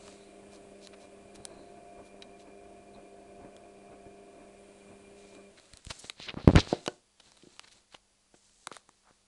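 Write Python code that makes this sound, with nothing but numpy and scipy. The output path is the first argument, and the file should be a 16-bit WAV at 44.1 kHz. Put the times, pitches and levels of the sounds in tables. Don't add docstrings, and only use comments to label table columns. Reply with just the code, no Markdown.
import sys
import numpy as np
from scipy import signal
from scipy.fft import rfft, irfft, next_fast_len
from scipy.io import wavfile
from scipy.ndimage import map_coordinates

SR = 44100
rng = np.random.default_rng(int(sys.argv[2]) if len(sys.argv) > 2 else 0)


def dump_mix(stems):
    frames = np.atleast_2d(stems).T
    limited = np.clip(frames, -1, 1)
    pcm = np.round(limited * 32767).astype(np.int16)
    wavfile.write(sys.argv[1], SR, pcm)


N = 408807
TIME = np.arange(N) / SR


def amp(db):
    return 10 ** (np.asarray(db) / 20)


def unit(x):
    return x / np.sqrt(np.mean(x ** 2) + 1e-20)


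def along(points, hz):
    f, v = np.transpose(points)
    return np.interp(np.log(hz + 1), np.log(f), v)


def gain_curve(rows):
    s, db = np.transpose(rows)
    return amp(np.interp(TIME, s, db, left=-120, right=-120))


def wobble(rate):
    return map_coordinates(rng.standard_normal(int(N * rate / SR) + 4), [TIME * rate])


def filtered(x, response):
    m = next_fast_len(len(x) + 8192)
    return irfft(rfft(x, m) * response(np.fft.rfftfreq(m, 1 / SR)), m)[:len(x)]


def resonance(f, hz, width):
    return 1j * f * width / (hz * hz - f * f + 1j * f * width)


def noise(spectrum, grain_db=0):
    impacts = rng.standard_normal(N) * amp(grain_db * wobble(1500))
    return unit(filtered(impacts, lambda f: amp(along(spectrum, f))))


def add(track, s, sound):
    start = round(s * SR)
    sound = sound[max(-start, 0):N - start]
    track[max(start, 0):][:len(sound)] += sound


# frequency in Hz, t60 in s.
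ROOM_DECAY = [(100, 0.33), (600, 0.27), (2000, 0.26), (10000, 0.16)]


def room(x):
    hz, t, z = signal.stft(rng.standard_normal(SR // 2), SR, nperseg=256)
    decay = amp(-60 * t / along(ROOM_DECAY, hz)[:, None])
    tail = signal.istft(z * decay, SR, nperseg=256)[1]
    return signal.fftconvolve(x, tail / np.linalg.norm(tail))[:N]


# frequency in Hz, level in dB rms.
IDLE_TONES = [(99.7, -87.5), (199.4, -83.5), (4705, -85.5), (7868, -94)]
# frequency in Hz, relative density in dB per Hz.
ROOM_AIR_SPECTRUM = [(22, -5.5), (50, -3), (75, -15), (160, -19.5), (310, -16), (700, -16), (1500, -21.5),
                     (3300, -20), (5800, -19.5), (10500, -21), (11500, -34.5)]


def idle():
    tones = np.zeros(N)
    for hz, db in IDLE_TONES:
        phase = 2 * np.pi * hz * TIME + 0.065 * wobble(3.3)
        tones += amp(db) * np.sqrt(2) * np.sin(phase)
    return tones + amp(-70.5) * noise(ROOM_AIR_SPECTRUM)


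STOP_S, RUN_DOWN_DB_PER_S = 5.49, 225


def drive():
    return amp(-RUN_DOWN_DB_PER_S * np.clip(TIME - STOP_S, 0, 1))


PULSE_HZ = 99.8
# multiple of the pulse rate, level in dB rms.
HUM_HARMONICS = [(2, -63.5), (3, -74), (4, -59), (5, -71), (6, -66.5), (7, -77)]
# time in s, level in dB rms.
PANEL_LEVEL = [(0, -64), (1.5, -61.5), (1.8, -51), (2.2, -59), (2.8, -58), (4.1, -56.5), (4.6, -63),
               (5.5, -72)]
# time in s, level in dB rms.
WHINE_LEVEL = [(0, -72), (1.7, -75.5), (2.05, -68), (2.7, -73), (4.5, -73.5), (5.0, -70.5), (5.8, -66)]
WHINE_SWELL_DB, WHINE_SWELL_S, WHINE_PEAK_S = 1, 0.251, 3.065


def motor(flutter_db=1.6, phase_drift=0.62, whine_hz=2397, beat_hz=17, beat_share=0.7,
          whine_drift=0.64, whine_flutter_db=2):
    def tone(multiple):
        phase = 2 * np.pi * PULSE_HZ * multiple * TIME + phase_drift * wobble(7)
        return np.sqrt(2) * np.sin(phase) * amp(flutter_db * wobble(13))

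    def partial(hz):
        return np.sin(2 * np.pi * hz * TIME + whine_drift * wobble(30))

    hum = sum(amp(db) * tone(multiple) for multiple, db in HUM_HARMONICS[:-1])
    panel_multiple, panel_floor_db = HUM_HARMONICS[-1]
    panel_gain = amp(-4.5) * (amp(panel_floor_db) + gain_curve(PANEL_LEVEL))
    panel = panel_gain * tone(panel_multiple)
    beating = partial(whine_hz) + beat_share * partial(whine_hz - beat_hz)
    swell_db = WHINE_SWELL_DB * np.cos(2 * np.pi * (TIME - WHINE_PEAK_S) / WHINE_SWELL_S)
    whine = unit(beating * amp(swell_db + whine_flutter_db * wobble(44)))
    return drive() * (hum + panel + gain_curve(WHINE_LEVEL) * whine)


FIRST_DROP_S, DROP_EVERY_S = 0.064, 0.484


def drop_times():
    return np.arange(FIRST_DROP_S, STOP_S, DROP_EVERY_S)


# time in s, level in dB.
TUMBLE_LEVEL = [(0, -58), (0.8, -58.5), (1.5, -55.5), (2.3, -57.5), (4.2, -57), (4.75, -60.5), (5.4, -60),
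                (5.8, -70)]
# time in s, level in dB.
FIZZ_LEVEL = [(0.0, -66), (0.27, -66.5), (2.54, -71.5), (4.22, -71), (4.77, -66), (5.67, -70), (5.8, -70)]
# frequency in Hz, relative density in dB per Hz.
TUB_SPECTRUM = [(22, -4), (55, -1), (75, -2), (100, -2), (160, -5), (240, -1.5), (480, -11.5), (760, -8.5),
                (860, -11), (1300, -20), (2000, -25.5), (2600, -45.5), (5000, -51.5), (8000, -60)]
# frequency in Hz, width in Hz, relative level in dB.
CABINET_MODES = [(281.7, 29.8, -3.5), (337, 44.9, 0.5), (395, 25.3, 1), (425.5, 35.4, -3.5),
                 (555, 33.26, 3), (609.7, 41.5, 1), (669, 27.74, 3), (768, 29.2, -9), (897, 39.4, -12),
                 (1008, 69.8, -10.5), (1132, 45.2, -6.5), (1510, 62.6, -9.5), (1698, 68, -15),
                 (2180, 70, -29), (2507, 115, -29.5)]
# frequency in Hz, relative density in dB per Hz.
FOAM_SPECTRUM = [(900, 1), (2000, 2), (2550, 4.5), (3200, 0), (3950, -2), (5000, -7.5), (6300, -7.5),
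                 (7700, -0.5), (9700, 1), (11000, -15)]
DROP_DB, DROP_HALF_S = 4.5, 0.032


def drum():
    drops = sum(np.exp(-((TIME - s) / DROP_HALF_S) ** 2) for s in drop_times())
    tumble = gain_curve(TUMBLE_LEVEL) * amp(DROP_DB * drops)

    def cabinet(f):
        return sum((-1) ** k * amp(db) * resonance(f, hz, width)
                   for k, (hz, width, db) in enumerate(CABINET_MODES))

    stir_spectrum = [(200, 3.5), (700, -1.5), (1500, -7), (2400, 13.5), (3300, 7), (6000, -2)]
    stirred = unit(filtered(noise(stir_spectrum, grain_db=4.5), cabinet)) * amp(0.56 * wobble(10))
    churn = noise(TUB_SPECTRUM, grain_db=5.5) * amp(2.7 * wobble(13))
    fizz = gain_curve(FIZZ_LEVEL) * noise(FOAM_SPECTRUM, grain_db=1.5)
    return tumble * (amp(-0.5) * stirred + amp(-6) * churn) + amp(1.5) * fizz


SLOSH_DB, SLOSH_HZ, SLOSH_SPREAD_S = -5, 1054, 0.024


def sloshes(cycles=14, scatter=0.15, count=14):
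    out, t = np.zeros(N), np.arange(SR // 20) / SR
    for s in drop_times():
        for when, pitch, size in rng.standard_normal((count, 3)):
            phase = SLOSH_HZ * np.exp(scatter * pitch) * t
            envelope = (1 - np.exp(-phase)) * amp(-20 * phase / cycles)
            bubble = np.sin(2 * np.pi * phase) * envelope
            add(out, s + SLOSH_SPREAD_S * when, amp(SLOSH_DB + 2.0 * size) * bubble)
    return gain_curve(TUMBLE_LEVEL) * out


# start in s, length in s, firm rub in dB, light brush in dB.
SLIDES_ON_CASE = [(0.0, 0.14, -63, -60.5), (5.187, 0.17, -66.5, -66.5), (5.554, 0.35, -69.5, -68.5),
                  (5.89, 0.16, -60, -54.5), (6.21, 0.08, -54.5, -75), (6.4, 0.12, -56.5, -78.5),
                  (6.521, 0.23, -49.5, -60), (6.76, 0.13, -63.5, -60), (7.223, 0.54, -67.5, -68),
                  (8.36, 0.29, -76, -65), (8.78, 0.38, -78.5, -77)]
GRIP_DB_PER_S, LIFT_DB_PER_S = 250.5, 140
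PRESSURE_DB = 1.5


def strokes():
    firm, light = np.zeros(N), np.zeros(N)
    for s, length, firm_db, light_db in SLIDES_ON_CASE:
        before, after = np.maximum(s - TIME, 0), np.maximum(TIME - s - length, 0)
        shape_db = -GRIP_DB_PER_S * before - LIFT_DB_PER_S * after
        firm = np.maximum(firm, amp(firm_db + shape_db))
        light = np.maximum(light, amp(light_db + shape_db))
    pressure = amp(PRESSURE_DB * wobble(22))
    return firm * pressure, light * pressure


HARD_PRESS_DB = -4.5
DRAG_DB, DRAG_AFTER_S, DRAG_HALF_S, DRAG_HZ, DRAG_OCTAVES = -24, 0.016, 0.0053, 230, 1.1


def drags(linger=2.2):
    return [(s + DRAG_AFTER_S, db + DRAG_DB, DRAG_HALF_S + linger * contact, DRAG_HZ, DRAG_OCTAVES)
            for s, db, contact in AIR_PUSHES if db > HARD_PRESS_DB]


# frequency in Hz, relative density in dB per Hz.
FIRM_SPECTRUM = [(150, 3.5), (600, 2.5), (1100, -2), (2000, -2), (3200, -1.5), (4100, 3), (5500, -8),
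                 (9000, -34)]
# frequency in Hz, relative density in dB per Hz.
LIGHT_SPECTRUM = [(1500, -22.5), (4000, -3), (6500, 1.5), (8000, 3), (11000, -14)]
# middle in s, level there in dB rms, half length in s, centre in Hz, spread in octaves.
FINGER_SCRAPES = [(0.222, -69.5, 0.088, 3970, 0.084), (0.547, -60, 0.032, 4900, 0.63),
                  (0.842, -55.5, 0.027, 4570, 0.53), (0.938, -50, 0.0071, 1300, 0.88),
                  (1.028, -60.5, 0.026, 4200, 0.67), (1.357, -53, 0.01, 4800, 1.7),
                  (1.561, -70, 0.17, 4050, 0.06), (2.063, -65, 0.029, 4000, 1.8),
                  (2.409, -62.5, 0.02, 3960, 0.74), (2.952, -64.5, 0.014, 3800, 0.1),
                  (5.581, -54, 0.0092, 1900, 0.73), (5.91, -36.5, 0.0093, 1340, 2.1),
                  (5.998, -45.5, 0.0089, 7000, 0.53), (6.048, -50, 0.007, 1190, 2.1),
                  (6.237, -46, 0.041, 3100, 0.49), (6.295, -36, 0.012, 2450, 0.37),
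                  (6.295, -45.5, 0.024, 300, 2), (6.392, -43.5, 0.023, 300, 1.5),
                  (6.576, -28, 0.015, 1700, 0.6), (6.599, -30, 0.014, 3580, 0.41),
                  (6.703, -46.5, 0.026, 4560, 0.41), (7.203, -47, 0.0038, 1190, 2.38),
                  (7.644, -53, 0.0072, 1780, 0.88), (7.681, -57, 0.01, 1500, 2),
                  (7.725, -56.5, 0.012, 3800, 0.75), (7.943, -57, 0.024, 2400, 0.92),
                  (8.346, -58.5, 0.0043, 1383, 0.8), (8.752, -52.5, 0.031, 1700, 2.38),
                  (9.081, -65, 0.033, 942, 0.46)]


def rubbing(grain_db=2.5, case_hz=4050, case_width=500, case_db=-2, skin_ratio=5):
    firm, light = strokes()
    firm_rub = amp(0.5) * firm * noise(FIRM_SPECTRUM, grain_db=3.0)
    light_brush = amp(-1.5) * light * noise(LIGHT_SPECTRUM, grain_db=3)
    scrapes, t = np.zeros(N), np.arange(-SR // 4, SR // 4) / SR
    slips = rng.standard_normal(N) * amp(grain_db * np.tanh(wobble(900)) * 2.9)
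    for s, db, half, hz, spread in FINGER_SCRAPES + drags():
        def colour(f):
            hump = np.exp(-(np.log2((f + 1) / hz) / spread) ** 2 / 4)
            softness = 1 / np.hypot(1, (f / (skin_ratio * hz)) ** 2)
            case = 1 + amp(case_db) * resonance(f, case_hz, case_width)
            return hump * softness * case

        excerpt = np.roll(slips, rng.integers(N))[:len(t)]
        stroke = unit(filtered(excerpt, colour))
        add(scrapes, s - len(t) / SR / 2, amp(db) * stroke * np.exp(-(t / half) ** 2))
    return firm_rub + light_brush + scrapes


TICKS_PER_S, TICK_DB, TICK_TOP_DB, TICK_SCATTER_DB = 6.7, 22, -44.5, 4.5
TICK_HZ, TICK_T60_S, TICK_POP_DB, TICK_CRACK_DB = 3880, 0.006, -11.5, -8


def faint_ticks():
    ticks = []
    for s, length, firm_db, _ in SLIDES_ON_CASE:
        for when, size in rng.random((round(TICKS_PER_S * length), 2)):
            db = min(firm_db + TICK_DB, TICK_TOP_DB) + TICK_SCATTER_DB * (2 * size - 1)
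            ticks.append((s + when * length, db, TICK_HZ, TICK_T60_S, db + TICK_POP_DB, db + TICK_CRACK_DB))
    return ticks


# start in s, ring peak in dB, ring in Hz, ring
# t60 in s, hollow pop in dB, bright crack in dB.
CASE_CLICKS = [(0.0796, -37, 4000, 0.0064, -44, -51), (0.8715, -33.5, 4100, 0.0086, -48, -40),
               (1.452, -25, 3400, 0.003, -39.5, -27), (2.222, -30.5, 3870, 0.031, -56, -46),
               (3.5648, -41, 3360, 0.012, -68, -46), (5.7348, -35, 4150, 0.015, -68, -40.5),
               (5.7715, -38, 4140, 0.0076, -70, -39), (5.8496, -36.5, 5200, 0.0097, -57, -36),
               (5.8668, -31.5, 4040, 0.0063, -64, -41), (6.0977, -16, 3810, 0.01, -39.5, -33.5),
               (6.1996, -30, 3940, 0.0068, -55, -55), (6.4763, -13.5, 2130, 0.0018, -19, -32),
               (6.559, -8, 2870, 0.006, -17.5, -30), (6.8622, -23.5, 3860, 0.015, -33.5, -34.5),
               (6.8777, -17.5, 2950, 0.012, -26, -38.5), (7.424, -43.5, 3210, 0.011, -70, -73),
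               (7.5942, -27.5, 2830, 0.007, -41.5, -36), (7.9471, -32.5, 2880, 0.0096, -39.5, -54),
               (8.6705, -25, 3900, 0.0056, -27.5, -26), (8.7145, -38, 2320, 0.0049, -33.5, -56),
               (8.7245, -35.5, 3740, 0.0078, -44, -41), (8.766, -35.5, 3700, 0.0061, -38, -38.5),
               (8.8911, -54, 4130, 0.006, -46, -48)]


def clicks(pop_hz=1200, pop_t60=0.0031, crack_t60=0.0026, rattle_db=-26, rattle_t60=0.027, ring_share=0.72):
    out, t = np.zeros(N), np.arange(SR // 20) / SR

    def damped(hz, t60):
        return np.sin(2 * np.pi * hz * t) * amp(-60 * t / t60)

    def burst(t60):
        return rng.standard_normal(len(t)) * amp(-60 * t / t60)

    def band(x, low_hz, high_hz):
        x = signal.sosfilt(signal.butter(2, [low_hz, high_hz], "bandpass", fs=SR, output="sos"), x)
        return x / np.abs(x).max()

    for s, db, hz, t60, pop_db, crack_db in CASE_CLICKS + faint_ticks():
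        ring = ring_share * damped(hz, t60) + burst(t60) + amp(rattle_db) * burst(rattle_t60)
        pop = 0.28 * damped(pop_hz, pop_t60) + burst(3.6 * pop_t60)
        crack = burst(crack_t60) + amp(rattle_db) * burst(rattle_t60)
        tick = amp(db - 3.0) * band(ring, 1500, 5000)
        tick += amp(pop_db + 1.5) * band(pop, 460, 1500)
        tick += amp(crack_db + 3.5) * band(crack, 5800, 10000)
        add(out, s + 0.00054, tick)
    return out


# start in s, peak in dB, brightness in Hz, damping factor.
BODY_KNOCKS = [(6.371, -29, 317, 1.1), (6.728, -10, 845, 1), (6.878, -17.5, 1950, 0.79),
               (7.434, -45.5, 419, 0.56), (7.47, -43, 424, 0.8), (8.342, -45.5, 1100, 0.91),
               (8.673, -41.5, 604, 1), (8.717, -35, 1320, 30), (8.89, -50, 1400, 2.6)]
# frequency in Hz, relative level in dB, t60 in s at damping 1.
BODY_MODES = [(210, -12, 0.015), (366, -2, 0.046), (480.4, -5.5, 0.048), (587, -0.5, 0.029),
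              (710, -3, 0.038), (870, -7.5, 0.03), (1021, -12, .025), (1470, -5, 0.031), (1757, -10, 0.016),
              (2770, -15, 0.0099), (3830, -11.5, .008)]


def knocks():
    out, t = np.zeros(N), np.arange(SR // 5) / SR
    for s, db, bright_hz, damping in BODY_KNOCKS:
        ring = np.zeros(len(t))
        for hz, level_db, t60 in BODY_MODES:
            mode_db = level_db + rng.normal(0, 1.2) - 60 * damping * t / t60
            ring += amp(mode_db) * np.sin(2 * np.pi * hz * t)
        ring = signal.sosfilt(signal.butter(3, [130, bright_hz], "bandpass", fs=SR, output="sos"), ring)
        add(out, s, amp(db) * ring / np.abs(ring).max())
    return out


REBOUND_S, REBOUND_SHRINK = 0.0127, 0.86
REBOUND_DB, REBOUND_LOSS_DB = -11.5, 3.8


def rebounds(count=3):
    delays = np.cumsum(REBOUND_S * REBOUND_SHRINK ** np.arange(count))
    return [(s + delay, db + REBOUND_DB - REBOUND_LOSS_DB * k, contact)
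            for s, db, contact in AIR_PUSHES if db > HARD_PRESS_DB for k, delay in enumerate(delays)]


# time in s, peak in dB, contact time in s.
AIR_PUSHES = [(5.738, -36.5, 0.0081), (5.87, -29, 0.0055), (5.906, -33, 0.0024), (6.045, -35.5, 0.00035),
              (6.201, -34.5, 0.00032), (6.342, -28.5, 0.00043), (6.371, -30.5, 0.0018),
              (6.446, -28.5, 0.0015), (6.477, 1, 0.00087), (6.536, -15, 0.0013), (6.55, -12.5, 0.003),
              (6.5554, -6.5, 0.0009), (6.5623, 0.5, 0.0048), (6.674, -29, 0.00022), (7.945, -37, 0.00012),
              (9.11, -47, 0.00025)]


def thumps(port_hz=72, port_width=115):
    out, t = np.zeros(N), np.arange(-SR // 40, SR // 40) / SR
    for s, db, contact in AIR_PUSHES + rebounds():
        push = np.exp(-np.abs(t) / np.where(t < 0, 0.62 * contact, contact))
        add(out, s + t[0], amp(db + 4.5) * push)
    return filtered(out, lambda f: -f * f / (port_hz ** 2 - f * f + 1j * f * port_width))


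def scene():
    blows, case, pushes = knocks(), rubbing() + clicks(), thumps()
    echo = room(amp(-18.5) * blows + amp(-22.0) * case + amp(-35.0) * pushes)
    machine = motor() + drum() + sloshes() + idle()
    return (machine + blows + case + pushes + echo)[None]


TOP_HZ = 11050


def record(dry):
    clipped = np.clip(dry[0], -1, 1)
    return filtered(clipped, lambda f: 1 / np.hypot(1, (f / TOP_HZ) ** 44))[None]


dry = scene()
out = record(dry)
dump_mix(out)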